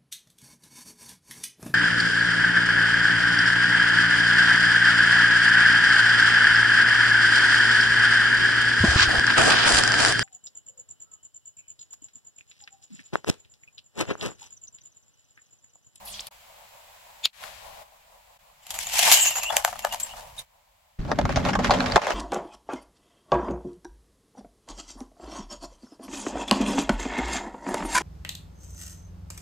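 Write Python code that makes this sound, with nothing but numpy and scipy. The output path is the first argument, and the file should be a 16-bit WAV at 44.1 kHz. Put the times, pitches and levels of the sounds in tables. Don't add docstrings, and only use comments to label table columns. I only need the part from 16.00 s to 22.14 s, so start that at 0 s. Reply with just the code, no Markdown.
import sys
import numpy as np
from scipy import signal
from scipy.fft import rfft, irfft, next_fast_len
from scipy.io import wavfile
from scipy.ndimage import uniform_filter1d

SR = 44100
rng = np.random.default_rng(int(sys.argv[2]) if len(sys.argv) > 2 else 0)


def materialize(psi):
    bounded = np.clip(np.atleast_2d(psi).T, -1, 1)
    quanta = np.round(bounded * 32767).astype(np.int16)
    wavfile.write(sys.argv[1], SR, quanta)


N = 270774
TIME = np.arange(N) / SR
HIT_SIZE = 8192
LEVEL_WINDOW_S = .01


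def undb(db):
    return 10 ** (np.asarray(db) / 20)


def unit(x):
    return x / np.sqrt(np.mean(x ** 2) + 1e-20)


def decay(t, t60):
    return np.exp(-np.log(1000) * t / t60)


def gains(table):
    s, *columns = np.transpose(table)
    return [undb(np.interp(TIME, s, c, left=-150, right=-150)) for c in columns]


def swell(start, end, rise_s, fall_s):
    before = (start - TIME) / max(rise_s, 1e-3)
    after = (TIME - end) / max(fall_s, 1e-3)
    return decay(np.clip(np.maximum(before, after), 0, 10), 1)


def pan(left_db):
    return undb(np.array([[left_db], [-left_db]]) / 2)


def stereo(three, likeness):
    share = np.clip(likeness, 0, 1)
    return np.sqrt(share) * three[0] + np.sqrt(1 - share) * three[1:]


def response(points, size):
    hz, db = np.transpose(points)
    freq = np.maximum(np.arange(size // 2 + 1) * SR / size, 1)
    target_db = np.interp(np.log(freq), np.log(hz), db)
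    cepstrum = irfft(np.log(undb(target_db)))
    cepstrum[1:size // 2] *= 2
    cepstrum[size // 2 + 1:] = 0
    return np.exp(rfft(cepstrum))


def colour(x, points):
    size = 2 * next_fast_len(x.shape[-1] // 2 + 1, True)
    return irfft(rfft(x, size) * response(points, size))[..., :x.shape[-1]]


def noise(points, likeness):
    return unit(colour(stereo(rng.standard_normal((3, N)), likeness), points))


# (low edge [Hz], high edge [Hz])
BANDS = [(120, 1400), (1400, 5000), (5000, 16500)]


def band_filters():
    return [signal.butter(3, edges, "band", fs=SR, output="sos") for edges in BANDS]


def band_levels(crack_db, bright_db, fizz_db, fizz_share):
    return np.array([crack_db - bright_db, crack_db, crack_db + fizz_db + fizz_share * bright_db])


def voiced(table, fizz_db, fizz_share):
    return [(s, *band_levels(db, bright, fizz_db, fizz_share), *ring) for s, db, bright, *ring in table]


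def bouts(table, rise_s, fall_s, fizz_db, fizz_share):
    power = 0
    for s, length, db, bright in table:
        levels = undb(band_levels(db, bright, fizz_db, fizz_share))
        power = power + np.outer(levels, swell(s, s + length, rise_s, fall_s)) ** 2
    return np.sqrt(power)


def split(force, body_db, fizz_db):
    return np.outer(undb([body_db, 0, fizz_db]), force)


def cracks(size, rate, spread_db):
    happens = rng.random((3, size)) < rate / SR
    strength = undb(spread_db * np.minimum(rng.exponential(size=(3, size)), 4))
    return unit(happens * strength * rng.choice([-1, 1], (3, size)))


def add(out, s, sound):
    start = int(np.clip(s * SR, 0, N - 1))
    out[:, start:start + sound.shape[-1]] += sound[..., :N - start]


def blow(sound, db):
    energy = np.mean(sound ** 2) * sound.shape[-1]
    return sound * undb(db) * np.sqrt(LEVEL_WINDOW_S * SR / (energy + 1e-20))


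def mode(hz, t60):
    t = np.arange(HIT_SIZE // 4) / SR
    phase = rng.normal(0, 1.0, (2, 1))
    return np.sin(2 * np.pi * hz * t + phase) * decay(t, t60)


def panel(size, ring_hz, ring_db, sharpness, overtone_db):
    freq = np.arange(1, size // 2 + 2) * SR / size
    modes = ring_hz * np.cumprod([1, *rng.uniform(1.2, 2.1, 2)])[:, None]
    resonances = 1 / (1 + 1j * sharpness * (freq / modes - modes / freq))
    return 1 + undb([ring_db, ring_db + overtone_db, ring_db + overtone_db]) @ resonances


PRE_S, PRE_RISE_S, PRE_DB = .02, .025, -17.5


def snaps(table, points, first_break, rise_s, likeness, left_db):
    out = np.zeros((2, N))
    t = np.arange(HIT_SIZE) / SR - PRE_S
    material, filters = response(points, HIT_SIZE), band_filters()
    early = undb(PRE_DB) * decay(-np.minimum(t, 0), PRE_RISE_S)
    attack = np.maximum(early, np.clip(t / max(rise_s, 1e-4), 0, 1))
    release = int((PRE_S + np.clip(rise_s, 0, .005)) * SR)
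    for s, *levels, t60, ring_hz, ring_db in table:
        run = cracks(HIT_SIZE, 7000, 3.2) * attack
        body = material * panel(HIT_SIZE, ring_hz, ring_db, sharpness=7.2, overtone_db=-7.5)
        for k, (db, sos) in enumerate(zip(levels, filters)):
            life = max(t60, .004) * (1.15, .95, .8)[k]
            force = unit(stereo(run, likeness[k]) * decay(np.maximum(t, 0), life))
            force[:, release] += first_break * np.sqrt(HIT_SIZE) * (0.025 / life) ** .7
            sound = signal.sosfilt(sos, irfft(rfft(force) * body))
            add(out, s - PRE_S - rise_s / 2, blow(sound * pan(left_db[k]), db))
    return out


def crackle(levels, points, rate, spread_db, clump_db, likeness, left_db):
    clumps = undb(clump_db * unit(uniform_filter1d(rng.standard_normal(N), size=220)))
    grains = colour(cracks(N, rate, spread_db) * clumps, points)
    out = 0
    for gain, sos, alike, side in zip(levels, band_filters(), likeness, left_db):
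        out = out + gain * unit(signal.sosfilt(sos, stereo(grains, alike)) * pan(side))
    return out


def ticks(gain, span, low_hz, high_hz, cycles, spread_db, count):
    out = np.zeros((2, N))
    times = np.linspace(*span, count)
    for s, (late, pitch, force) in zip(times, rng.random((count, 3))):
        hz = low_hz * (high_hz / low_hz) ** pitch
        add(out, s + 0.013 * late, blow(mode(hz, cycles / hz), spread_db * force))
    sounding = (times[-1] - times[0]) * SR / N
    return unit(out) * np.sqrt(sounding) * gain


def underbody(x, t60, wet_db):
    t = np.arange(HIT_SIZE) / SR
    echoes = rng.standard_normal((2, HIT_SIZE)) * decay(t, t60) * (t > .003)
    reflected = signal.fftconvolve(x, unit(echoes) / np.sqrt(HIT_SIZE), axes=1)[:, :N]
    return x + undb(wet_db) * reflected


# (start [s], rumble [dB], roar [dB], hiss [dB])
BACKGROUNDS = [(0, -59, -51, -53), (.3, -71, -59.5, -60), (2.38, -69.5, -63.5, -61),
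               (4.45, -72, -66.5, -67)]
# (start [s], end [s], rumble [dB], roar [dB], hiss [dB])
ROLLS = [(0.312, 1.27, -71, -57, -55), (1.422, 1.823, -60.5, -48.5, -58.5),
         (2.722, 4.418, -55.5, -49.5, -61.5)]
# (middle [s], half length [s], depth [dB])
DIPS = [(.299, 0.01, -49), (1.32, 0.036, -10), (2.383, 0.007, -13.5)]
# (frequency [Hz], relative level [dB])
RUMBLE_COLOUR = [(15, -11), (42, 2), (65, -3), (130, -10.5), (200, -17), (320, -34.5)]
ROAR_COLOUR = [(100, -15), (200, -15.5), (300, -24), (420, -16), (580, 2), (740, 2), (1000, 2.5),
               (1400, -14), (3000, -22)]
AIR_COLOUR = [(500, -23), (1200, -2), (2400, 1), (4500, -4), (6000, -8.5), (7500, -3), (9200, -15),
              (11200, -7), (15000, -10)]


def car():
    backgrounds = np.array(BACKGROUNDS)
    current = np.searchsorted(backgrounds[1:, 0], TIME)
    levels = undb(backgrounds[:, 1:])[current].T
    for start, end, *db in ROLLS:
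        rolling = swell(start, end, rise_s=0.16, fall_s=.12)
        levels = np.hypot(levels, np.outer(undb(db), rolling))
    dip_db = sum(db * np.exp(-((TIME - s) / half) ** 4) for s, half, db in DIPS)
    rumble, roar, hiss = levels * undb(dip_db)
    knots = np.arange(0, N / SR, .05)
    uneven = undb(3.0 * np.interp(TIME, knots, rng.standard_normal(len(knots))))
    out = rumble * noise(RUMBLE_COLOUR, 0.89)
    out = out + roar * uneven * noise(ROAR_COLOUR, 0.017) * pan(1.0)
    return out + hiss * noise(AIR_COLOUR, 0.03) * pan(0.85)


# (start [s], end [s], first pitch [Hz], last pitch [Hz], level [dB])
HUM = [(0, .25, 201.5, 197, -66.5), (.32, 2.65, 198.3, 198, -88.5), (2.7, 3.3, 190, 199, -71),
       (3.7, 4.15, 212, 220, -66), (5.35, 5.44, 133.5, 145, -32), (5.43, 5.48, 248, 267, -32),
       (5.43, 5.55, 181, 191, -31), (5.56, 5.61, 194.9, 218, -30.5), (5.59, 5.9, 244, 250, -33),
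       (5.68, 5.8, 197.8, 186.4, -34.5), (5.72, 5.8, 260, 274, -33)]
WAVER = .45


def engine():
    out = 0
    slow = signal.butter(2, 14, fs=SR, output="sos")
    waver = unit(signal.sosfilt(slow, rng.standard_normal((2, N))))
    for start, end, first_hz, last_hz, db in HUM:
        pitch_hz = np.interp(TIME, (start, end), (first_hz, last_hz))
        phase = 2 * np.pi * np.cumsum(pitch_hz) / SR
        tone = unit((1 + WAVER * waver[0]) * np.sin(phase) + WAVER * waver[1] * np.cos(phase))
        out = out + undb(db) * swell(start, end, rise_s=0.11, fall_s=.14) * tone
    return out


# (time [s], flow level [dB], centre [Hz])
SPRAY = [(0.038, -68, 12530), (.062, -46, 11850), (0.077, -38, 11700), (0.109, -40.5, 9840),
         (0.143, -40, 5200), (.18, -41.5, 3934), (.255, -50.5, 3450), (0.284, -46, 3550)]
# (frequency [Hz], relative level [dB])
SPRAY_COLOUR = [(1500, -5), (2300, 0), (2800, 3.5), (4300, 12), (6000, 3), (9000, 3.5), (12000, -2),
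                (16000, -17)]


def spray():
    s, db, centre_hz = np.transpose(SPRAY)
    drops = unit(colour(stereo(cracks(N, 6500, 1.4), 0.17), SPRAY_COLOUR))
    low_pass = signal.butter(2, 1300, fs=SR, output="sos")
    narrow = signal.sosfilt(low_pass, rng.standard_normal((2, N)))
    carrier = np.cos(2 * np.pi * np.cumsum(np.interp(TIME, s, centre_hz)) / SR)
    sweep = unit(narrow * carrier)
    flow = gains(np.column_stack([s, db]))[0]
    droplets = ticks(flow, (s[0], s[-1]), low_hz=2310, high_hz=5140, cycles=87, spread_db=9, count=70)
    return (0.5 * drops + 0.69 * sweep) * flow + undb(-9.5) * droplets


# (time [s], pitch [Hz], rise [Hz per s], level [dB], t60 [s])
BUBBLES = [(.1938, 3030, 330000, -33.5, 0.031), (.2062, 7400, 70000, -39.5, 0.0053),
           (.2075, 4900, 390000, -40, 0.017), (.141, 3200, 10000, -40, 0.085)]


def bubbles():
    out = np.zeros((2, N))
    t = np.arange(HIT_SIZE // 8) / SR
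    for start, hz, rise, level_db, t60 in BUBBLES:
        chirp = np.sin(2 * np.pi * (hz + rise * t / 2) * t)
        add(out, start, blow(chirp * decay(t, t60), level_db))
    return out


# (time [s], body [dB], crack [dB], fizz [dB], basic t60 [s], ring [Hz], ring over the flat base [dB])
SLAPS = [(.0535, -56, -58, -41, .12, 11000, 2), (.269, -58, -42, -39.5, 0.028, 3020, -3),
         (1.256, -32.5, -18, -32.5, 0.0059, 4150, -10), (1.429, -42.5, -48, -59, 0.033, 1300, 3),
         (1.4375, -37, -50, -48, 0.018, 1480, 1)]
# (frequency [Hz], relative level [dB])
SLAP_COLOUR = [(200, -50.5), (600, -17), (1200, -16.5), (2200, -2), (3400, 8), (4500, 5.5), (6500, -1.5),
               (9000, 2), (11500, 10), (16000, -10.5)]


def slaps():
    return snaps(SLAPS, SLAP_COLOUR, first_break=0.18, rise_s=0.00059, likeness=(.4, .8, .5),
                 left_db=(4, 2.1, .8))


# (time [s], level [dB])
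RIP = [(1.228, -55), (1.24, -36), (1.25, -30.5), (1.2575, -22.5), (1.264, -32), (1.274, -41.5),
       (1.281, -53.5), (1.305, -62)]
# (frequency [Hz], relative level [dB])
RIP_COLOUR = [(500, -23.5), (1800, -15), (2500, 1), (3450, 0), (4400, 1.5), (5600, -17), (7000, -13.5),
              (9000, -27), (12000, -22), (16000, -29)]


def rip():
    return gains(RIP)[0] * noise(RIP_COLOUR, .6)


# (time [s], pitch [Hz], level [dB])
SQUEAK = [(1.232, 3500, -49), (1.242, 3493, -31.5), (1.246, 3495, -23), (1.25, 3423, -25),
          (1.255, 3310, -16), (1.256, 3200, -29.5)]
SQUEAK_OCTAVE_DB, SQUEAK_WANDER = -9, .033


def squeak():
    s, hz, db = np.transpose(SQUEAK)
    slip = unit(uniform_filter1d(rng.standard_normal(N), size=30))
    pitch_hz = np.interp(TIME, s, hz) * (1 + SQUEAK_WANDER * slip)
    phase = 2 * np.pi * np.cumsum(pitch_hz) / SR
    tone = unit(np.sin(phase) + undb(SQUEAK_OCTAVE_DB) * np.sin(2 * phase))
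    return gains(np.column_stack([s, db]))[0] * tone


# (time [s], level [dB])
WET = [(1.33, -59), (1.40, -49.5), (1.445, -43), (1.52, -48.5), (1.82, -54.5), (1.84, -68)]
# (frequency [Hz], relative level [dB])
WET_COLOUR = [(500, -25), (1100, -1.5), (2500, 1), (4000, -2), (6000, -8), (7500, -6.5), (9200, -15),
              (11500, -7.5), (16000, -26)]


def wet_tread():
    hiss = unit(colour(stereo(cracks(N, 6300, 0.74), 0.042), WET_COLOUR))
    return gains(WET)[0] * hiss * pan(7.3)


def balloons():
    rubber = (squeak() + rip()) * pan(2.1)
    return rubber + slaps() + wet_tread() + spray() + bubbles()


# (time [s], length [s], first bending mode [Hz], second mode [Hz],
# first level [dB], second level [dB], glide [octaves per s])
SQUEALS = [(2.866, .0079, 3585, 7060, -46, -30, 0), (3.161, .13, 2980, 7220, -30, -26.5, -0.75),
           (3.205, .035, 2790, 7520, -40, -20, 1), (3.266, 0.023, 2750, 6960, -39, -23, -0.5),
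           (3.314, .018, 2765, 7340, -34, -39, -0.5), (3.355, 0.038, 2780, 6870, -50, -28, 1.5),
           (3.41, 0.06, 2607, 6650, -37.5, -41.5, 0.7), (3.441, .052, 2650, 6860, -31, -41, 2.2),
           (3.494, .012, 3430, 7150, -31, -48.5, 0.5), (3.82, .02, 2760, 7200, -45, -47.5, -2.5),
           (3.909, 0.021, 2890, 7270, -37.5, -52, 0), (4.028, 0.0085, 3240, 7580, -50.5, -23.5, -1),
           (4.088, 0.039, 2900, 8100, -46, -57, 0), (4.378, 0.0226, 3736, 9240, -36, -44, 0)]
SQUEAL_STRANDS = 4


def squeals(t60, wander, third_db, strands):
    out = np.zeros((2, N))
    t = np.arange(HIT_SIZE) / SR
    for s, length, first_hz, second_hz, first_db, second_db, glide in SQUEALS:
        bend = 2 ** (glide * np.minimum(t, length))
        contact = np.minimum(t / .005, 1) * decay(np.maximum(t - length, 0), t60)
        duration = np.sqrt(abs(length) / LEVEL_WINDOW_S)
        modes = ((first_hz, first_db), (second_hz, second_db), (1.76 * second_hz, second_db + third_db))
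        for hz, db in modes:
            slip = unit(uniform_filter1d(rng.standard_normal((strands, 1, HIT_SIZE)), size=110))
            pitch_hz = hz * bend * (1 + wander * duration * slip)
            phase = 2 * np.pi * (np.cumsum(pitch_hz, axis=-1) / SR + rng.random((strands, 1, 1)))
            side_phase = rng.normal(0, 1.0, (strands, 2, 1))
            tone = np.sin(phase + side_phase).sum(axis=0) * contact
            add(out, s, blow(tone, db) * duration)
    return out * pan(1.4)


def jostle(gain, span, pitch_hz, scatter, t60, first_db, third_db, count):
    out = np.zeros((2, N))
    times = np.linspace(*span, count)
    for s, (late, length, force) in zip(times, rng.uniform(-1, 1, (count, 3))):
        hz = pitch_hz * (1 + scatter * length)
        ring = undb(first_db) * mode(hz, t60)
        ring = ring + mode(2.52 * hz, t60)
        ring = ring + undb(third_db) * mode(4.45 * hz, t60 / 2)
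        add(out, s + 0.0019 * late, ring * undb(17 * force))
    sounding = (times[-1] - times[0]) * SR / N
    return unit(out) * np.sqrt(sounding) * gain * pan(1.5)


def lead_right(x):
    return np.stack([np.roll(x[0], 1), x[1]])


# (time [s], crack [dB], brightness [dB], basic t60 [s], ring of the fragment [Hz])
CHALK_SNAPS = [(2.667, -46.5, 8, 0.033, 3020), (2.705, -33.5, 9.5, 0.081, 3280),
               (2.74, -33.5, 5.5, 0.22, 2270), (2.789, -33.5, 14, 0.011, 7000),
               (2.87, -38.5, 8, .015, 3100), (2.935, -29, 8, .07, 2970), (2.984, -27, 8, .07, 2670),
               (2.991, -20, 7, .032, 3020), (3.019, -34, 10, 0.086, 2870), (3.1155, -15, 6, 0.037, 4470),
               (3.122, -13.5, 16, 0.17, 2920), (3.141, -23, 18, 0.056, 6700),
               (3.306, -33.5, 2, 0.086, 2510), (3.355, -35, -2, 0.035, 1510),
               (3.383, -34.5, 4, 0.036, 7200), (3.432, -29.5, 4.5, 0.068, 5050),
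               (3.501, -40, -12, .023, 814), (3.505, -37, -11, 0.023, 874), (3.53, -41, -13, 0.027, 700),
               (3.5675, -19, 6, 0.014, 4930), (3.6487, -20, -2.5, 0.0056, 1590),
               (3.677, -36, -7.5, 0.065, 750), (3.728, -42, -10, 0.028, 1000),
               (3.757, -48, -10, 0.016, 800), (3.792, -38, 5, 0.024, 5120), (3.849, -28, -9, 0.0081, 1660),
               (3.87, -41.5, -7.5, .02, 1800), (3.924, -32.5, 2, .095, 1000),
               (3.945, -33.5, -1.5, 0.01, 1000), (3.9995, -38, 27, 0.11, 8150),
               (4.135, -55, -14.5, .061, 780), (4.391, -46, 19, 0.038, 3725)]
# (time [s], length [s], crack [dB], brightness [dB])
CRUNCHES = [(2.81, 0.02, -31.5, 18), (2.955, 0.042, -32.5, 11), (3.07, 0.008, -25.5, -4),
            (3.255, 0.028, -30, 5), (3.365, 0.022, -36, -5.5), (3.52, 0.079, -38.5, -8),
            (3.68, .02, -41, 12), (3.93, 0.014, -40.5, -6), (4.04, 0.049, -52, 24),
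            (4.17, 0.021, -46.5, -5), (4.37, 0.048, -52, 4)]
# (frequency [Hz], relative level [dB])
CHALK_COLOUR = [(200, -21), (350, -28.5), (500, -15), (650, -1.5), (850, 1), (1300, -10.5), (2100, 1.5),
                (3000, 2), (4100, -4), (5200, -4.5), (7000, -6), (9200, -9), (11700, -9), (16000, -25)]
SNAP_COLOUR = [(150, -38), (370, -32), (520, -11.5), (700, 1.5), (1000, -3), (1500, -6.5), (3000, 2),
               (5500, -17.5), (7200, -9), (9200, -22.5), (11800, -10), (16000, -30.5)]
COLLAPSE_START_S, COLLAPSE_END_S, COLLAPSE_DB = 3.028, 3.125, -20.5
SPILL_START_S, SPILL_END_S, SPILL_DB = 3.17, 3.241, -23.5
RIDE_START_S, RIDE_END_S, RIDE_DB = 2.696, 4.138, -48.5
FRAGMENT_RING_DB = 0
STICK_SCATTER = .075


def chalk():
    span = (2.62, 4.46)
    sides = dict(likeness=(.4, .25, .2), left_db=(3.5, 2.1, 1.1))
    collapse = undb(COLLAPSE_DB) * swell(COLLAPSE_START_S, COLLAPSE_END_S, rise_s=0.46, fall_s=0.68)
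    ride = undb(RIDE_DB) * swell(RIDE_START_S, RIDE_END_S, rise_s=0.26, fall_s=1.0)
    spill = undb(SPILL_DB) * swell(SPILL_START_S, SPILL_END_S, rise_s=0.77, fall_s=0.63)
    spill = spill + undb(-10.5) * ride

    crush_bands = split(collapse, body_db=-9.0, fizz_db=-1.5)
    crush = crackle(crush_bands, CHALK_COLOUR, rate=2800, spread_db=2.4, clump_db=2.5, **sides)
    crunches = bouts(CRUNCHES, rise_s=0.075, fall_s=0.086, fizz_db=-0.5, fizz_share=0.14)
    load = np.hypot(split(ride, body_db=-4.5, fizz_db=-3.5), crunches)
    grind = crackle(load, CHALK_COLOUR, rate=2100, spread_db=1.5, clump_db=3.0, **sides)
    crumbs = ticks(np.hypot(load[1], collapse), span, low_hz=1564, high_hz=6410, cycles=110,
                   spread_db=12.5, count=450)
    fragments = [(*row, FRAGMENT_RING_DB) for row in voiced(CHALK_SNAPS, fizz_db=0.5, fizz_share=0.34)]
    breaks = snaps(fragments, SNAP_COLOUR, first_break=0.52, rise_s=.0006, likeness=(.85, .6, .4),
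                   left_db=(4.5, 2.5, 1.2))
    sliding = jostle(spill, span, pitch_hz=2845, scatter=STICK_SCATTER, t60=0.06, first_db=-2.5,
                     third_db=-2.5, count=700)
    skids = squeals(t60=.018, wander=.014, third_db=-14.5, strands=SQUEAL_STRANDS)
    return lead_right(crush + grind + undb(-9.5) * crumbs + breaks + sliding + skids)


PRESS_START_S, PRESS_DB, PRESS_DB_PER_S = 4.99, -50, 4.5


def cup_span():
    return swell(PRESS_START_S, N / SR, rise_s=0.01, fall_s=.1)


# (time [s], crack [dB], brightness [dB], basic t60 [s], ring of the wall [Hz], ring over the flat base [dB])
CUP_SNAPS = [(5.1155, -27, -8.5, .04, 1820, 11), (5.188, -26.5, -10.5, 0.033, 1740, -3),
             (5.213, -35.5, -6.5, 0.023, 3750, -3), (5.253, -29.5, -5.5, .035, 1320, 1),
             (5.292, -31.5, -8.5, .074, 1900, 2), (5.359, -24.5, -0.5, 0.091, 6250, 15),
             (5.371, -31, -11, .03, 760, 5), (5.451, -28.5, -4, 0.03, 3680, 6),
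             (5.486, -35, -10.5, 0.044, 890, 10), (5.532, -26, 2, 0.071, 1870, 24),
             (5.5525, -24.5, -4, 0.044, 1130, 17), (5.59, -29.5, -9.5, 0.087, 780, -3),
             (5.6445, -21.5, 4.5, 0.036, 1370, -4), (5.695, -34.5, -17, 0.04, 930, 12),
             (5.7072, -18, -6, 0.096, 4384, 6), (5.737, -24.5, -4.5, 0.081, 3235, 5),
             (5.8046, -22.5, 11, 0.013, 1590, 26), (5.859, -26.5, 11, 0.072, 5190, 3),
             (5.921, -26.5, 8, 0.012, 4785, 16), (5.959, -15.5, -3, 0.03, 1950, -2),
             (5.9665, -24, -10.5, 0.013, 3360, 11), (5.976, -32.5, -15.5, 0.033, 990, 24),
             (6.017, -32, -0.5, 0.068, 5700, -5), (6.0685, -28, -4.5, 0.037, 1960, -8),
             (6.1054, -26, -0.5, 0.015, 4334, -15)]
# (time [s], length [s], crack [dB], brightness [dB])
CRUMPLES = [(5.1, 0.011, -47, -14), (5.32, 0.0058, -34.5, 21), (5.385, 0.023, -38, -8),
            (5.47, 0.032, -29.5, -3.5), (5.66, 0.012, -28, 4), (5.75, 0.077, -35, -7),
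            (5.84, 0.105, -36, -6.5), (6.035, 0.013, -35.5, -2.5), (6.085, 0.067, -34, -5)]
# (frequency [Hz], relative level [dB])
CUP_COLOUR = [(150, -10), (400, -3.5), (620, 7.5), (1000, 0), (1500, -7), (2500, -13.5), (4500, -20),
              (7000, -25.5), (9000, -38.5), (11500, -38.5), (15000, -66)]


def cups():
    press = cup_span() * undb(PRESS_DB + PRESS_DB_PER_S * (TIME - PRESS_START_S))
    crumples = bouts(CRUMPLES, rise_s=0.16, fall_s=0.11, fizz_db=-11.0, fizz_share=-0.12)
    load = np.hypot(split(press, body_db=-0.5, fizz_db=-11.5), crumples)
    crinkle = crackle(load, CUP_COLOUR, rate=1500, spread_db=1.5, clump_db=2.5,
                      likeness=(.55, .4, .15), left_db=(-.8, -.4, .1))
    creases = ticks(load[1], (PRESS_START_S, N / SR), low_hz=846, high_hz=4450, cycles=43,
                    spread_db=22, count=200)
    walls = voiced(CUP_SNAPS, fizz_db=-11.5, fizz_share=-0.072)
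    buckles = snaps(walls, CUP_COLOUR, first_break=0.4, rise_s=0.001191, likeness=(.75, .55, .2),
                    left_db=(-.4, .1, .1))
    return crinkle + undb(-7.0) * creases + buckles


BREEZE_END_S, BREEZE_DB, LULL_DB = 5.96, -34, -54


def breeze():
    return swell(PRESS_START_S, BREEZE_END_S, rise_s=0.015, fall_s=0.05)


# (time [s], level [dB])
GUSTS = [(4.995, -21), (5.24, -17.5), (5.369, -23), (5.45, -23), (5.695, -22.5), (5.941, -30.5)]
# (frequency [Hz], relative level [dB])
WIND_COLOUR = [(20, -12), (42, 5), (90, 5), (140, 1.5), (250, -29), (600, -73.5)]


def wind():
    gusts = sum(undb(db) * swell(s, s, rise_s=0.026, fall_s=0.095) for s, db in GUSTS)
    strength = cup_span() * (undb(BREEZE_DB) * breeze() + gusts + undb(LULL_DB))
    return strength * noise(WIND_COLOUR, 0.95)


# (frequency [Hz], relative level [dB])
DRONE_COLOUR = [(90, -29), (140, 0), (165, -1.5), (185, 3.5), (215, -2.5), (250, 4.5), (290, -3.5),
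                (450, -11.5), (800, -68)]
PULL_START_S, PULL_END_S, PULL_DB = 5.214, 5.71, -32


def drone():
    pull = breeze() * swell(PULL_START_S, PULL_END_S, rise_s=1.22, fall_s=1.35)
    strength = undb(PULL_DB) * (pull + undb(-23.0) * cup_span())
    return strength * noise(DRONE_COLOUR, 0.71)


CHALK_CUT_S = 4.42


def scene():
    sticks = underbody(chalk(), t60=0.13, wet_db=-9.5)
    sticks = sticks * swell(0, CHALK_CUT_S, rise_s=.02, fall_s=0.047)
    crumpling = underbody(cups() + wind() + drone(), t60=0.077, wet_db=-11.5)
    return car() + engine() + balloons() + sticks + crumpling


TOP_HZ = 16200


def record(dry):
    top_cut = signal.ellip(8, .2, 70, TOP_HZ, fs=SR, output="sos")
    return signal.sosfilt(top_cut, np.clip(dry, -1, 1))


dry = scene()
out = record(dry)
materialize(out)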